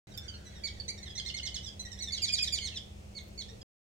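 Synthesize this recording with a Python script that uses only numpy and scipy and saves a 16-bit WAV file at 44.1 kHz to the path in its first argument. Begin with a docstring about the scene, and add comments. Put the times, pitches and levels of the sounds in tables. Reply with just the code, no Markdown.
"""Whistling ducks on a lawn

A flock feeds in front of a porch and calls in quick, overlapping series. Each chirp is a short gliding
whistle with a strong second harmonic, filtered by the beak and reflected by the house and the trees.
Behind it lie a low rumble, a faint machine hum, small ticks and rustles, and birds farther off."""
import sys
import numpy as np
from scipy import signal
from scipy.fft import rfft, irfft
from scipy.io import wavfile
from scipy.ndimage import uniform_filter1d

SR = 44100
rng = np.random.default_rng(int(sys.argv[2]) if len(sys.argv) > 2 else 0)


def unload_audio(sound):
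    """Save the sound as a 16-bit wav file, at the path given as the first command line argument."""
    columns = np.transpose(np.atleast_2d(sound))
    # keep every value between -1 and 1, then stretch to whole-number steps
    steps = np.round(np.clip(columns, -1, 1) * 32767)
    wavfile.write(sys.argv[1], SR, steps.astype(np.int16))


N = 176400


def from_db(db):
    """Amplitude ratio: tenfold for every 20 dB."""
    return 10 ** (np.asarray(db) / 20)


def unit_rms(x):
    """Normalisation to a root mean square of 1."""
    return x / np.sqrt(np.mean(x ** 2) + 1e-20)


def at_hz(curve, hz):
    """Linear interpolation on a logarithmic frequency axis."""
    frequencies, values = np.array(curve).T
    return np.interp(np.log(np.maximum(hz, 1)), np.log(frequencies), values)


def colour(x, curve):
    """Zero-phase filtering: the spectrum is multiplied by a gain curve given in dB."""
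    size = x.shape[-1]
    hz = np.arange(size // 2 + 1) * SR / size
    return irfft(rfft(x) * from_db(at_hz(curve, hz)), size)


def drift(per_s, size):
    """Random modulation: straight lines join per_s Gaussian values a second."""
    return np.interp(np.arange(size) * per_s / SR, np.arange(256), rng.standard_normal(256))


def add(out, start_s, x):
    """Superposition: x is summed into out from start_s on."""
    i = max(int(start_s * SR), 0)
    out[..., i:i + x.shape[-1]] += x[..., :max(N - i, 0)]


# Likeness of left and right in the ambient noise: frequency_hz, correlation
COHERENCE = [(60, 0.92), (160, 0.94), (260, 0.6), (450, -0.019), (900, -0.48), (2000, -0.36), (6000, 0.15),
             (9000, 0.79)]

def ambient_noise(spectrum):
    """Partial coherence: the balance of mid and side noise sets how alike the two channels are."""
    alike = np.clip(at_hz(COHERENCE, np.arange(N // 2 + 1) * SR / N), -1, 1)
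    mid, side = rfft(rng.standard_normal((2, N)))
    stereo = irfft(np.sqrt(1 + alike) * mid + np.sqrt(1 - alike) * side * [[1], [-1]], N)
    return unit_rms(colour(stereo, spectrum))


# Spectra of the distant rumble and of the open air: frequency_hz, relative_density_db
RUMBLE_SPECTRUM = [(22, -15.5), (35, -14), (50, -9), (62, 2.5), (76, 1.5), (95, -3.5), (125, -9),
                   (170, -13), (250, -21), (300, -18.5), (400, -20), (550, -19.5), (780, -23.5),
                   (1000, -34), (1300, -38.5), (2500, -75)]
AIR_SPECTRUM = [(1000, 6), (1500, 2.5), (2600, 7), (3500, 1), (6000, 2), (9000, -4), (11000, -14),
                (15500, -13.5)]

def rumble_and_air(rumble_db=-48.5, air_db=-61):
    """Stationary noise: a low rumble and a broad hiss, each with a constant spectrum."""
    rumble = from_db(rumble_db) * ambient_noise(RUMBLE_SPECTRUM)
    return rumble + from_db(air_db) * ambient_noise(AIR_SPECTRUM)


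# Partials of the machine hum: frequency_hz, level_db
HUM_PARTIALS = [(74, -64), (202, -59.5), (355, -72)]

def machine_hum(waver_db=1, wander_hz=2.66):
    """Amplitude and frequency modulation: three low tones waver at random."""
    out = np.zeros(N)
    for hz, level_db in HUM_PARTIALS:
        amplitude = np.sqrt(2) * from_db(level_db - waver_db * drift(3.3, N))
        cycles = np.cumsum(hz + wander_hz * drift(15, N)) / SR
        out += amplitude * np.sin(2 * np.pi * cycles)
    return out


# Faint swells of noise: peak_s, length_s, centre_hz, width_octaves, level_db
NOISE_SWELLS = [(0.355, 0.57, 1530, 0.43, -63.5), (0.9, 0.25, 487, 0.32, -61),
                (3.535, 0.19, 470, 0.29, -58)]

def distant_swells():
    """Band-limited noise rises and fades under a Gaussian envelope."""
    out, t, hz = np.zeros((2, N)), np.arange(N) / SR, np.arange(1, N // 2 + 2) * SR / N
    for peak_s, length_s, centre_hz, width_octaves, level_db in NOISE_SWELLS:
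        passband = np.exp(-(2 * np.log2(hz / centre_hz) / width_octaves) ** 2)
        band = irfft(rfft(rng.standard_normal((2, N))) * passband, N)
        out += from_db(level_db) * unit_rms(band) * np.exp(-(2 * (t - peak_s) / length_s) ** 2)
    return out


# Bright spectrum of the rustle and the ticks: frequency_hz, gain_db
CRACKLE_SPECTRUM = [(3000, -3), (7000, -10), (10000, -10.5), (12000, -4), (15000, -2)]

def rustle(peak_s=3.32, length_s=0.26, level_db=-74, graininess=0.74):
    """Log-normal amplitude modulation clumps noise into a short, dry crackle close by."""
    t = np.arange(N) / SR
    clumps = np.exp(graininess * unit_rms(uniform_filter1d(rng.standard_normal(N), size=130)))
    grains = unit_rms(colour(rng.standard_normal(N) * clumps, CRACKLE_SPECTRUM))
    return from_db(level_db) * grains * np.exp(-(2 * (t - peak_s) / length_s) ** 4)


# Small dry ticks close by: start_s, crack_peak_db
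DRY_TICKS = [(.163, -74), (0.175, -35), (.195, -50), (1.834, -51), (3.214, -60), (3.236, -54), (3.285, -59)]

def ticks(crack_t60_s=0.021, ring_hz=11890, ring_db=-4.5, ring_t60_s=0.055):
    """Damped transients: a noise burst and one high mode decay exponentially."""
    out, t = np.zeros((2, N)), np.arange(SR // 10) / SR
    ring = np.sin(2 * np.pi * ring_hz * t) * from_db(ring_db - 60 * t / ring_t60_s)
    for start_s, crack_peak_db in DRY_TICKS:
        noise = unit_rms(colour(rng.standard_normal(len(t)), CRACKLE_SPECTRUM))
        crack = noise * from_db(-60 * t / crack_t60_s)
        add(out, start_s, from_db(crack_peak_db) * (crack + ring) / np.abs(crack).max())
    return out


# Reflections off porch and house: delay_s, left_db, right_db
WALL_ECHOES = [(.0085, -24, -32), (.0165, -22, -11.5), (0.026, -25.5, -23.5), (.041, -32.5, -20.5)]
# Colour of the reverberation: frequency_hz, gain_db
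REVERB_SPECTRUM = [(1500, 6), (2200, 10), (2500, -2), (2720, -9), (3000, 6.5), (3600, 2.5), (4500, -2.5),
                   (7000, 0), (10000, 1.5), (15000, -3.5)]

def yard_reflections(x, tail_delay_s=0.005, tail_right_db=3):
    """Reflection and reverberation: delayed copies, plus convolution with decaying noise."""
    out, t = np.zeros((2, N)), np.arange(SR) / SR
    source = np.sqrt(.5) * x[1]   # the right channel feeds the echoes
    for delay_s, left_db, right_db in WALL_ECHOES:
        add(out, delay_s, from_db([[left_db], [right_db]]) * source)
    decay = np.zeros(SR)
    for db, t60_s in [(-14, 0.16), (-16, 0.46), (-19, 0.54)]:   # ground and steps, porch, trees
        decay += from_db(db - 60 * t / t60_s) * np.sqrt(2 * np.log(1000) / (t60_s * SR))
    tail = colour(rng.standard_normal((2, SR)), REVERB_SPECTRUM) * decay * from_db([[0], [tail_right_db]])
    add(out, tail_delay_s, signal.fftconvolve(source[None], tail, axes=1))
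    return out


# Harmonics 1 to 7 of the whistle: gain_db
WHISTLE_HARMONICS = [-3, -1.5, -0.5, -9, -21, -37, -37]
# Resonances of the beak: frequency_hz, gain_db
BEAK_RESPONSE = [(1400, -11.5), (1700, -8), (2000, -2.5), (2500, 5.5), (2700, -8.5), (2950, 3),
                 (3200, -0.5), (3800, -2), (4500, 0), (5500, -2.5), (7300, -3), (8300, -6.5), (9700, -2),
                 (11000, -13.5), (12200, 4.5), (15000, -2)]
# Air rushing through the beak: frequency_hz, relative_density_db
BREATH_SPECTRUM = [(1300, -31), (2200, -6.5), (2700, -1), (3300, 1.5), (5000, -6), (7000, 5), (9500, -0.5),
                   (11000, -19.5), (15000, -13.5)]
# Part of a bird's left-right level difference that applies: frequency_hz, share
PAN_BY_FREQUENCY = [(2200, .1), (3200, 0.95), (4600, 1), (7000, 1), (9000, .05)]
ATTACK_S, RELEASE_S, ARCH_DB, GLIDE_EASE, LATE_FADE_DB = 0.0014, 0.002, 4.5, 0.15, 6.5
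JITTER, FLUTTER_PER_S, SHIMMER_DB, RASP_DB, BREATH_DB = 0.0044, 300, 2.5, -28, -30.5   # at roughness 1

def chirp(length_s, start_hz, end_hz, lateness, level_db, swell_db, low_db, high_db, pan_db, lag_ms):
    """Source and filter: the beak shapes the harmonics of a gliding whistle, and breath adds hiss."""
    size = int(length_s * SR) + 1
    t = np.arange(size) / SR
    progress = t / t[-1]
    glide = progress ** lateness
    glide += GLIDE_EASE * np.clip(lateness - 1, 0, 2) * glide * (1 - glide)   # eases a late glide's end
    hz = start_hz + (end_hz - start_hz) * glide
    roughness = 1 + 2.3 * np.abs(np.log2(hz / start_hz))   # grows with each octave travelled
    hz *= 1 + JITTER * roughness * drift(FLUTTER_PER_S, size)
    contour_db = level_db + swell_db * (progress - .5) - ARCH_DB * (2 * progress - 1) ** 2
    contour_db += SHIMMER_DB * roughness * drift(FLUTTER_PER_S, size)
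    contour_db -= LATE_FADE_DB * np.clip(lateness - 2, 0, 1) * glide   # a held whistle weakens as it drops
    envelope = np.clip(t / ATTACK_S, 0, 1) * np.clip((t[-1] - t) / RELEASE_S, 0, 1) * from_db(contour_db)
    rasp_radians = from_db(RASP_DB) * roughness * drift(2500, size)
    cycles = np.cumsum(hz) / SR - np.array([[1], [0]]) * hz * lag_ms / 1000   # left, right
    phase = 2 * np.pi * cycles + rasp_radians
    breath = unit_rms(colour(rng.standard_normal(4096), BREATH_SPECTRUM))
    out = from_db(BREATH_DB) * roughness * np.resize(breath, size) * np.ones((2, 1))
    trims_db = [low_db, 0] + [high_db] * 5
    for k, (harmonic_db, trim_db) in enumerate(zip(WHISTLE_HARMONICS, trims_db), 1):
        sides = from_db(np.array([[-.5], [.5]]) * pan_db * at_hz(PAN_BY_FREQUENCY, k * hz))
        sides /= np.sqrt(np.mean(sides ** 2, axis=0))   # constant power
        out += sides * from_db(harmonic_db + trim_db + at_hz(BEAK_RESPONSE, k * hz)) * np.sin(k * phase)
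    return np.sqrt(2) * envelope * out


def far_ducks(per_s=20, until_s=2.8, lowest_hz=1582, highest_hz=2238):
    """A random point process: faint chirps of distant birds merge into a twitter."""
    out = np.zeros((2, N))
    for when, pitch, fall, loudness, side in rng.random((int(per_s * until_s), 5)):
        hz = lowest_hz + pitch * (highest_hz - lowest_hz)
        call = chirp(length_s=0.041, start_hz=hz, end_hz=hz * (1.03 - 0.23 * fall), lateness=2,
                     level_db=-71 + 8 * (loudness - .5), swell_db=0, low_db=-4, high_db=-5.5,
                     pan_db=2.8, lag_ms=0.54 * (side - .5))
        add(out, when * until_s, call)
    return out


# Calls on the lawn: start_s, length_s, start_hz, end_hz, lateness (1 is a straight glide),
# level_db (before harmonic and beak gains), swell_db (rise over the call), low_db (fundamental trim),
# high_db (trim of harmonics 3 to 7), pan_db (right minus left), lag_ms (left behind right)
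DUCK_CALLS = [ (0.103, 0.027, 2050, 1810, 1.3, -60.5, 22, -35, -2, 7.6, 0.052),
              (0.137, 0.021, 1650, 1557, .8, -60, 8, -8, 8.5, 6, 0.086),
              (0.175, 0.016, 1779, 1764, 1, -36.5, 2, -18.5, -0.5, 14, 0.14),
              (.227, 0.036, 2040, 1870, 1.2, -72, 5, -0.5, 13, 4, 0.0032),
              (.28, 0.028, 1662, 1492, 0.48, -49, -4, -8, 5, 11, 0.11),
              (0.338, 0.034, 1405, 1446, 1, -58, -9, 4.5, 7, 5.7, 0.077),
              (0.452, 0.037, 2060, 1942, .8, -53.5, 3, -7, 0, 8.5, 0.017),
              (0.551, 0.036, 1970, 1785, 1, -53.5, 7, -5.5, -2.5, 5.9, 0.052),
              (.636, 0.046, 2276, 1740, 5, -34.5, 0, -10, -11.5, 10, 0.064),
              (.672, .02, 1866, 1500, 1, -45, -5.5, -15, 1.5, 6, -0.017),
              (0.799, 0.026, 2270, 2140, 3, -38, -3, -31.5, -29.5, 11, -0.019),
              (0.88, 0.016, 1943, 2140, 1, -35.5, 0, -12, -1, 7.8, .1),
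              (0.891, 0.025, 2170, 2323, .4, -36, -10, -12.5, -10, 3.6, 0.091),
              (.977, .017, 1879, 1842, 1, -49.5, -4.5, -2.5, 1.5, 9.5, 0.015),
              (1.028, 0.02, 2083, 2008, 1, -43, 0.5, -5.5, -5, 6.6, 0.089),
              (1.06, 0.028, 1930, 1643, 1.4, -43, -4, -8, -8, 6, 0.066),
              (1.097, 0.024, 1677, 1643, 1, -49.5, -1, -23.5, -4, 8, 0.044),
              (1.152, 0.023, 2024, 1780, 1.2, -45, 1, -10.5, 2, 6.5, 0.061),
              (1.175, 0.026, 2124, 2073, 1, -37.5, -4, -10.5, -4.5, 9.8, 0.05),
              (1.18, 0.031, 1890, 1505, 1, -39.5, 4, -16.5, -3.5, 9.8, 0.063),
              (1.25, 0.023, 1896, 1815, 1, -45, 0.5, -10.5, -5, 6.7, 0.016),
              (1.26, .024, 2058, 2128, .6, -36, -4, -10, -12, 11, 0.13),
              (1.279, 0.026, 1995, 1410, 1, -40, -4.5, -18.5, -0.5, 17, 0.059),
              (1.303, .018, 1457, 1435, 1, -43.5, -3, -18, -12, 2, 0.11),
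              (1.34, 0.022, 2054, 2200, .6, -39, -9, -5, -7.5, 7.9, 0.096),
              (1.366, 0.032, 2088, 1395, 1, -41.5, -8, -17.5, 1, 9.2, 0.048),
              (1.397, 0.013, 1490, 1430, 1, -42, -3, -11, -16, 2.1, 0.1),
              (1.43, 0.018, 2090, 2123, .6, -37.5, -2, -4.5, -6.5, 6, .1),
              (1.45, 0.034, 2218, 1410, 1.3, -39.5, -8.5, -16.5, 1, 7.7, 0.056),
              (1.485, 0.015, 1474, 1513, 1, -45, -2, -22, -14, 2, 0.11),
              (1.542, 0.035, 2250, 1439, 1.1, -38, -4, -15, 0, 9.8, 0.061),
              (1.577, .02, 1483, 1500, 1, -47.5, -4.5, -13.5, -7.5, 2, 0.07),
              (1.628, 0.026, 1854, 1940, 1, -50, 17, -19.5, 3.5, 11, 0.065),
              (1.659, 0.034, 1790, 1593, 1, -43.5, 6, -18.5, 0, 12, 0.092),
              (1.794, 0.029, 1956, 2080, .5, -37, -4.5, -21.5, -3, 6.3, 0.094),
              (1.85, 0.023, 1923, 1892, 1, -47.5, 4.5, 2, 1, 8.9, 0.12),
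              (1.916, .025, 1937, 1790, .8, -49.5, -5, -4, 7, 12, 0.1),
              (1.974, 0.017, 1706, 1740, 1, -51, 4, -4.5, -8, 4.3, 0.061),
              (1.988, .018, 1910, 1924, 1, -46, 0.5, -9, 2.5, 6.6, 0.029),
              (2.002, .022, 2160, 2218, 1, -40.5, 1.5, -10.5, -28, 10, 0.11),
              (2.023, 0.029, 2064, 1808, 1.6, -37, -8.5, -17.5, 0.5, 6, -0.083),
              (2.072, 0.03, 1837, 1734, 1, -38.5, -1.5, -16.5, -11, 2, 0),
              (2.103, 0.013, 2084, 2197, 1, -46, 4, -2.5, -14.5, 3.5, 0.14),
              (2.121, 0.038, 2292, 1800, 2.2, -31.5, -1.5, -19, -7.5, 7.3, 0.18),
              (2.16, .028, 1950, 1520, 1.2, -42, 18.5, -15.5, -0.5, 6, -0.091),
              (2.189, 0.037, 1450, 1350, 1, -47.5, -2.5, -17, -6.5, 4, 0.011),
              (2.219, 0.042, 2418, 1760, 3, -27, 4, -17.5, -7, 7.1, 0.14),
              (2.263, 0.035, 2023, 1510, 1.3, -38, 5, -17.5, 0.5, 3.9, -0.052),
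              (2.293, .03, 2397, 2480, .6, -37, -4.5, -3.5, -25, 9.5, 0.11),
              (2.322, 0.038, 2462, 1747, 3, -27, 6, -19.5, -8, 7.3, 0.13),
              (2.368, 0.028, 2061, 1497, 1.1, -35, 4, -16.5, -1.5, 4.1, -0.055),
              (2.391, 0.036, 2415, 2533, .5, -33, -11.5, -8.5, -28.5, 5, 0.081),
              (2.42, 0.032, 2497, 1740, 3, -26, 8.5, -15, -7, 4.8, 0.13),
              (2.463, .031, 2080, 1530, 1.2, -35.5, 7, -17.5, -5.5, 3.5, -0.058),
              (2.524, .045, 2404, 1672, 3.2, -28, -2.5, -14.5, -4.5, 8.7, .14),
              (2.567, 0.024, 2005, 1496, 1, -36.5, 5, -18.5, -5, 5.4, -0.042),
              (2.605, 0.034, 2246, 2087, 1, -43, 13, -6.5, -7, 11, -0.042),
              (2.636, .056, 2230, 1481, 2.2, -35, 3, -17, -5, 8.1, 0.0055),
              (2.72, 0.032, 1420, 1286, 1, -46.5, -9, -33, -10.5, 3.3, 0.097),
              (2.747, .04, 2067, 1486, 1.6, -39.5, 12, -20.5, -5, 2.6, -0.049),
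              (3.149, 0.045, 2240, 1526, 6, -42, 11, -17, -15.5, 7.8, 0),
              (3.175, 0.041, 2210, 2160, 1, -62.5, 4, 7, 4.5, 2.86, -0.033),
              (3.376, 0.05, 2229, 1580, 4.5, -36.5, 4, -19.5, -7.5, 7.8, -0.056),
              (3.482, 0.031, 1773, 1953, 1, -53, -2, -5, 0, 9.4, 0.04),
              (3.613, 0.018, 1704, 1592, 1, -56.5, 0, -10, 4, 3.5, 0.051)]

def near_ducks():
    """Direct sound of the flock: interaural level and time differences place each caller."""
    out = np.zeros((2, N))
    for start_s, *shape in DUCK_CALLS:
        add(out, start_s, chirp(*shape))
    return out


def scene(far_echo_db=13):
    """Superposition of background, ducks and echoes; far birds have more echo for their direct sound."""
    background = machine_hum() + rumble_and_air() + distant_swells() + rustle() + ticks()
    near, far = near_ducks(), far_ducks()
    return background + near + far + yard_reflections(near + from_db(far_echo_db) * far)


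# Stereo width of the treble: frequency_hz, side_gain_db
SIDE_RESPONSE = [(7300, 0), (8500, -16), (15000, -7.5)]

def record(dry, on_s=0.071, off_s=3.63, cutoff_hz=16500):
    """Mid-side filtering narrows the treble; a gate switches the sound on and off; a low-pass follows."""
    t = np.arange(N) / SR
    side = colour((dry[0] - dry[1]) / 2, SIDE_RESPONSE)
    gated = (dry.mean(axis=0) + side * [[1], [-1]]) * ((t > on_s) & (t < off_s))
    return signal.sosfilt(signal.cheby2(16, 60, cutoff_hz, fs=SR, output="sos"), gated)


dry = scene()
out = record(dry)
unload_audio(out)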